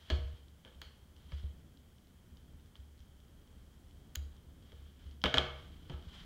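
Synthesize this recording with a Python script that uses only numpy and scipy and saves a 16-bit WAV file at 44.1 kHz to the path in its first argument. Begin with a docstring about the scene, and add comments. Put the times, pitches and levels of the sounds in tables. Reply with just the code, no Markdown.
"""Throughout, a small quiet room hums and hisses and a stand trembles on a low note.
Early and late, sleeve and skin brush a mat; knocks excite the damped modes of a workbench, jolts set it swinging.
Then steel tweezers tick on a tiny axle pin in short gritty bursts; low soft thumps and ringing snaps join in.
Near the end the tweezers drop and bounce: each blow is a crack, ringing modes, a thud and the room's echoes.
A microphone with a peak near 3 kHz filters all of it and adds a faint hiss."""
import sys
import numpy as np
from scipy import signal
from scipy.fft import rfft, irfft, next_fast_len
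from scipy.io import wavfile
from scipy.ndimage import map_coordinates

SR = 44100
rng = np.random.default_rng(int(sys.argv[2]) if len(sys.argv) > 2 else 0)


def persist_wave(psi):
    """Save psi, clipped to +-1, as 16-bit WAV."""
    counts = np.round(np.clip(psi, -1, 1) * 32767).astype(np.int16)
    wavfile.write(sys.argv[1], SR, np.atleast_2d(counts).T)


N = 275625


def amp(db):
    """Decibels express amplitude on a logarithmic scale: 20 dB is a factor of ten."""
    return 10 ** (np.asarray(db) / 20)


def unit(x):
    """Effective level is the root mean square; scale it to 1."""
    return x / np.sqrt(np.mean(x ** 2) + 1e-20)


def along(points, hz):
    """Pitch is logarithmic in frequency: interpolate (f/Hz, value) points on a log axis."""
    f, value = np.transpose(points)
    return np.interp(np.log(hz + 1), np.log(f + 1), value)


def curve(rows):
    """A level envelope: gain per sample from (t/s, level/dB) rows, -150 dB outside them."""
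    s, db = np.transpose(rows)
    return amp(np.interp(np.arange(N) / SR, s, db, -150, -150))


def filtered(x, response):
    """Linear filtering: the spectrum is multiplied by a response of frequency."""
    size = next_fast_len(len(x) + 8192)
    hz = np.fft.rfftfreq(size, 1 / SR)
    return irfft(rfft(x, size) * response(hz), size)[:len(x)]


def noise(spectrum, count):
    """Coloured noise: white noise shaped by a spectrum, at rms 1."""
    return unit(filtered(rng.standard_normal(count), lambda hz: amp(along(spectrum, hz))))


def wobble(rate):
    """Slow random modulation: a smooth curve through rate random knots a second."""
    knots = rng.standard_normal(int(N * rate / SR) + 4)
    return map_coordinates(knots, [np.arange(N) * rate / SR])


def add(track, s, sound):
    """Superposition: pressures sum, so a sound is mixed in at time s."""
    part = track[round(s * SR):][:len(sound)]
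    part += sound[:len(part)]


def air():
    """Broadband room tone: steady hiss above a low rumble of wavering level."""
    # spectrum of the room tone: f/Hz, relative density/dB
    tone_spectrum = [(20, -11), (40, 7), (70, -18.5), (100, -9), (160, -3), (280, -10), (460, -20.5),
                     (900, -31.5), (1400, -27.5), (2500, -31.5), (4000, -43.5), (8000, -42.5), (10500, -49),
                     (13000, -62), (16000, -68)]
    # level of the rumble before its waver: t/s, level/dB
    rumble_level = [(0, -76), (.4, -65), (1.04, -67.5), (1.3, -60.5), (1.9, -61.5), (2.4, -60),
                    (2.9, -65.5), (3.2, -61.5), (3.9, -63.5), (4.1, -58.5), (4.4, -60.5), (5.4, -62.5),
                    (5.75, -56), (6.25, -55)]
    tone = noise(tone_spectrum, N)
    rumble = filtered(tone, lambda hz: 1 / (1 + (hz / 600) ** 2))
    waver = amp(1.5 * wobble(7))
    hiss = amp(-59.5) * (tone - rumble)
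    return hiss + curve(rumble_level) * waver * unit(rumble)


def stand():
    """A damped resonator: jolts start free decay, and resting hands drive it with noise into a steady tremble."""
    # jolts of the bench: t/s, level/dB, t60/s
    jolts = [(0.108, -30.5, 0.23), (0.123, -20.5, 0.27), (0.187, -28, 0.88), (0.249, -29, 0.54),
             (0.338, -32, 0.19), (0.761, -43, 0.43), (1.331, -30, 0.41), (1.439, -26, 0.23),
             (2.317, -42.5, 0.22), (2.789, -42, 0.61), (3.001, -40, 0.19), (4.17, -32, 0.49),
             (4.468, -43.5, 0.33), (4.729, -47, 1), (5.056, -39, 0.7), (5.252, -26.5, 0.15),
             (5.371, -27, 0.27), (5.476, -38.5, 1), (5.934, -32, 0.31), (6.069, -32.5, 0.1)]
    note_hz, width_hz = 70.74, 14
    out, t = np.zeros(N), np.arange(SR) / SR
    swell = 1 - np.exp(-t / 0.0039)
    note = np.sin(2 * np.pi * note_hz * t)
    for s, db, t60 in jolts:
        decay = amp(db - 60 * t / np.clip(t60, .05, 1.5))
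        add(out, s, decay * swell * note)

    def resonance(f):
        damping = 1j * f * width_hz
        return damping / (note_hz ** 2 - f * f + damping)

    tremble = unit(filtered(rng.standard_normal(N), resonance))
    return out + amp(-58.5 + 1.2 * wobble(2.91)) * tremble


def brushing():
    """Sliding friction: skin and sleeve make finely uneven noise; each stroke rises, holds and fades."""
    # strokes on the mat: start of hold t/s, hold/s, level/dB
    strokes = [(0, 0.036, -71.5), (0.132, 0.019, -57), (0.277, 0.12, -72), (0.656, 0.089, -80),
               (.86, 0.062, -81), (1.194, 0.06, -77.5), (1.337, 0.086, -64), (4.32, 0.045, -79),
               (4.666, 0.22, -73.5), (5.023, 0.089, -70.5), (5.55, 0.073, -66), (5.686, 0.16, -74.5),
               (5.905, 0.043, -70.5), (6.088, 0.031, -67.5), (6.156, 0.071, -60.5)]
    # spectrum of the friction: f/Hz, relative density/dB
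    cloth = [(200, -29), (600, 4), (1500, 8), (3000, 7), (5000, -3), (8000, -14.5), (14000, -26)]
    rise_db_per_s, fall_db_per_s = 185, 158
    t = np.arange(N) / SR
    level = np.zeros(N)
    for s, hold, db in strokes:
        before = np.maximum(s - t, 0)
        after = np.maximum(t - s - hold, 0)
        level += amp(db - rise_db_per_s * before - fall_db_per_s * after)
    grain = amp(1.5 * wobble(90))
    return level * grain * noise(cloth, N)


def struck(spectrum, burst):
    """Contact excitation: a burst of scratchy micro-contacts, and one clean impact of the same colour and energy."""
    colour = lambda hz: amp(along(spectrum, hz))
    scratch = filtered(rng.standard_normal(len(burst)) * burst, colour)
    scratch = scratch / np.max(np.abs(scratch))
    impulse = 1. * (np.arange(len(burst)) == SR // 1500)
    clean = filtered(impulse, colour)
    return scratch, clean * np.linalg.norm(scratch) / np.linalg.norm(clean)


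def ringing(modes, t):
    """Modal synthesis: damped sines (f/Hz, level/dB, t60/s) at scattered strengths, rising over the contact."""
    scatter_db, rise_s = 2.5, 0.00069
    total = np.zeros(len(t))
    for hz, db, t60 in modes:
        strength = db + rng.normal(0, scatter_db)
        total += amp(strength - 60 * t / t60) * np.sin(2 * np.pi * hz * t)
    return (1 - np.exp(-t / rise_s)) * total


def room(x):
    """Reverberation: first echoes and a fresh diffuse tail, in which each frequency decays at its own speed."""
    # reverberation time: f/Hz, t60/s
    reverberation = [(150, 0.36), (700, 0.64), (1800, 0.57), (4800, 0.49), (12000, 0.34)]
    # first echoes, against a tail of unit energy: t/s, level/dB
    walls = [(.0095, -9), (.017, -10), (0.026, -28)]
    hz, t, z = signal.stft(rng.standard_normal(SR * 3 // 4), SR, nperseg=256)
    decay = amp(-60 * t / along(reverberation, hz)[:, None])
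    build_up = 1 - np.exp(-t / 0.0037)
    tail = signal.istft(z * decay * build_up, SR, nperseg=256)[1]
    tail = tail / np.linalg.norm(tail)
    for s, db in walls:
        tail[round(s * SR)] += amp(db)
    return signal.fftconvolve(x, tail)


def blow(db, top_db, thud_db, blade_db, pin_db, room_db, t60):
    """Impact excitation of coupled bodies: a crack, ringing blades, pin and bench, a thud, and the room's answer."""
    # colour of the contact: f/Hz, gain/dB
    crack_spectrum = [(300, -94), (900, -3.5), (2000, -3.5), (3200, -5.5), (4200, -14.5), (6000, -24.5),
                      (9000, -38.5), (15000, -45)]
    # colour of the bench thud: f/Hz, relative gain/dB
    thud_spectrum = [(60, -31), (150, 7), (300, 0), (600, 3.5), (1200, -13), (2500, -96)]
    # modes, before scatter and mix, of tweezer blades, axle pin, bench top and bench frame: f/Hz, level/dB, t60/s
    blade_modes = [(3850, -4, .008), (4350, 0, .009), (4750, -8, .008), (5550, -10, .006),
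                   (6500, -11, .006), (7700, -17, .004), (9000, -18, .004)]
    pin_modes = [(6800, 0, .004), (8200, -5, .003), (9400, -5, .003), (12400, -5, .005), (14000, -11, .003),
                 (15300, -5, .005)]
    top_modes = [(800, -6, .03), (1000, -5, .03), (1180, -5, .05), (1295, -5, .07), (1550, -5, .03),
                 (1700, -6, .05), (2170, -3, .03)]
    frame_modes = [(136, -1, 0.84), (196.5, -3, 0.23), (264, 3.5, 0.19), (361.3, 3.5, 0.36),
                   (475.3, -0.5, 0.66), (625, -4, 0.57)]
    scratch_db, impact_db = 0.4, -5.5  # shares of the crack
    frame_db = -11.5  # relative to the thud

    t = np.arange(SR // 2) / SR
    burst = amp(-60 * t / np.clip(t60, .003, .08)) * (1 - np.exp(-t / .0004))
    scratch, clean = struck(crack_spectrum, burst)
    pin = amp(pin_db) * ringing(pin_modes, t)
    thud = amp(-60 * t / 0.1) * (1 - np.exp(-t / 0.0033)) * noise(thud_spectrum, len(t))
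    body = amp(blade_db) * ringing(blade_modes, t)
    body += amp(top_db) * ringing(top_modes, t)
    body += amp(thud_db) * thud
    # the frame's sound travels through the bench, not the air, so the room does not answer it
    frame = amp(thud_db + frame_db) * ringing(frame_modes, t)
    # the room answers the clean impact, the bodies and a little of the pin
    sound = amp(room_db) * room(clean + body + .4 * pin)
    crack = amp(scratch_db) * scratch + amp(impact_db) * clean
    add(sound, 0, crack + body + pin + frame)
    return amp(db) * sound


def knocks():
    """Impact on a damped plate: parts and knuckles knock the bench."""
    # knocks: t/s, level/dB, contact t60/s, then against the crack: thud/dB, blades/dB, room/dB
    knock_rows = [(0.101, -29.5, 0.05, -5.5, 0, -4), (0.6489, -48, 0.006, -7, -35, 1.5),
                  (0.677, -53, 0.017, -18, -23, -13), (1.3201, -44, 0.013, -10, -27, -23),
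                  (1.4328, -66, .02, 9, -8, -18), (4.7193, -52, .012, -7, -29, -6),
                  (5.8971, -44, 0.038, 0.5, -28, -6), (5.9196, -50.5, 0.0047, -12, -22, 8)]
    top_db, pin_db = -9.5, -26
    out = np.zeros(N)
    for s, db, t60, thud_db, blade_db, room_db in knock_rows:
        add(out, s, blow(db, top_db, thud_db, blade_db, pin_db, room_db, t60))
    return out


def ticks():
    """Micro-contact noise: the tips touch the pin in a short gritty scrape of treble; the room answers a clean tap."""
    # light ticks of the tweezer tips: t/s, level/dB
    tick_rows = [(0.4827, -57), (0.751, -66), (1.1635, -57.5), (1.7724, -55), (1.983, -62), (2.0715, -60),
                 (2.3704, -55), (2.5977, -62), (2.6597, -63), (2.765, -57), (2.802, -64), (2.9785, -60),
                 (2.9917, -60), (3.0038, -56), (3.202, -61.5), (3.2828, -65), (3.417, -71), (3.4746, -64),
                 (3.583, -66), (3.883, -64), (3.91, -61), (4.366, -60), (4.625, -59.5), (5.111, -56.5),
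                 (5.2168, -46), (5.6459, -63), (6.025, -56)]
    # colour of the tip contact: f/Hz, relative gain/dB
    tip = [(1500, -5), (3000, 7.5), (4500, 2), (5500, 3), (6500, -4), (9000, -30)]
    out, t = np.zeros(N), np.arange(SR // 20) / SR
    burst = amp(-60 * t / 0.011) * (1 - np.exp(-t / 0.00025))
    for s, db in tick_rows:
        scratch, clean = struck(tip, burst)
        add(out, s, amp(db) * scratch)
        add(out, s, amp(db - 6.5) * room(clean))
    return out


def thumps():
    """Soft-contact excitation: the heel of the hand lands, and a few low cycles swell and die fast."""
    # thumps of the bench: t/s, level/dB, f/Hz
    thump_rows = [(.757, -51, 200), (1.3205, -40, 150), (1.432, -40, 169), (5.9, -31.5, 145),
                  (5.941, -44, 143), (6.071, -48, 147)]
    t60_s, rise_s = 0.081, 0.0025
    out, t = np.zeros(N), np.arange(SR // 4) / SR
    swell = 1 - np.exp(-t / rise_s)
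    for s, db, hz in thump_rows:
        add(out, s, amp(db - 60 * t / t60_s) * swell * np.sin(2 * np.pi * hz * t))
    return out


def snaps():
    """Sudden release: the blades snap off the pin, and the modes of both ring freely."""
    # snaps: t/s, level/dB, then against the crack: blades/dB, pin/dB, room/dB
    snap_rows = [(0.8165, -39, 2.5, 1, -3), (2.755, -52, -6, -16, -10), (4.1527, -44, 8, 4, -20),
                 (4.156, -35.5, 6.5, 11.5, -10.5)]
    top_db, thud_db, t60_s = -20, -19, 0.018
    out = np.zeros(N)
    for s, db, blade_db, pin_db, room_db in snap_rows:
        add(out, s, blow(db, top_db, thud_db, blade_db, pin_db, room_db, t60_s))
    return out


def bounces():
    """Repeated impact: the dropped tweezers land on the bench and bounce."""
    # landings: t/s, level/dB, contact t60/s, then against the crack: bench top/dB, blades/dB, room/dB
    bounce_rows = [(5.2391, -14, 0.0094, -12, -39, -4), (5.2569, -23.5, 0.054, -3, -24, -9.5),
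                   (5.3414, -17, 0.019, -8.5, -5.5, -4), (5.372, -22, 0.023, -4.5, -25, -4),
                   (5.382, -18.5, 0.021, -16, -31, -10)]
    thud_db, pin_db = -13, -43
    out = np.zeros(N)
    for s, db, t60, top_db, blade_db, room_db in bounce_rows:
        add(out, s, blow(db, top_db, thud_db, blade_db, pin_db, room_db, t60))
    return out


def scene():
    """Superposition of all sources at the microphone."""
    background = air() + stand() + brushing()
    contacts = knocks() + ticks() + thumps() + snaps() + bounces()
    return (background + contacts)[None]


def record(dry):
    """Port resonance: the microphone dips just under its peak, adds hiss and cuts off above its band limit."""
    band_limit_hz = 15800
    pole = lambda f, hz, width_hz: hz ** 2 - f * f + 1j * f * width_hz

    def port(f):
        lower = pole(f, 2749, 540) / pole(f, 3158, 450)
        upper = pole(f, 3358, 490) / pole(f, 3248, 417)
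        return lower * upper

    hiss = amp(-76.5) * rng.standard_normal(N)
    heard = filtered(dry[0], port) + hiss
    return filtered(heard, lambda hz: hz < band_limit_hz)[None]


dry = scene()
out = record(dry)
persist_wave(out)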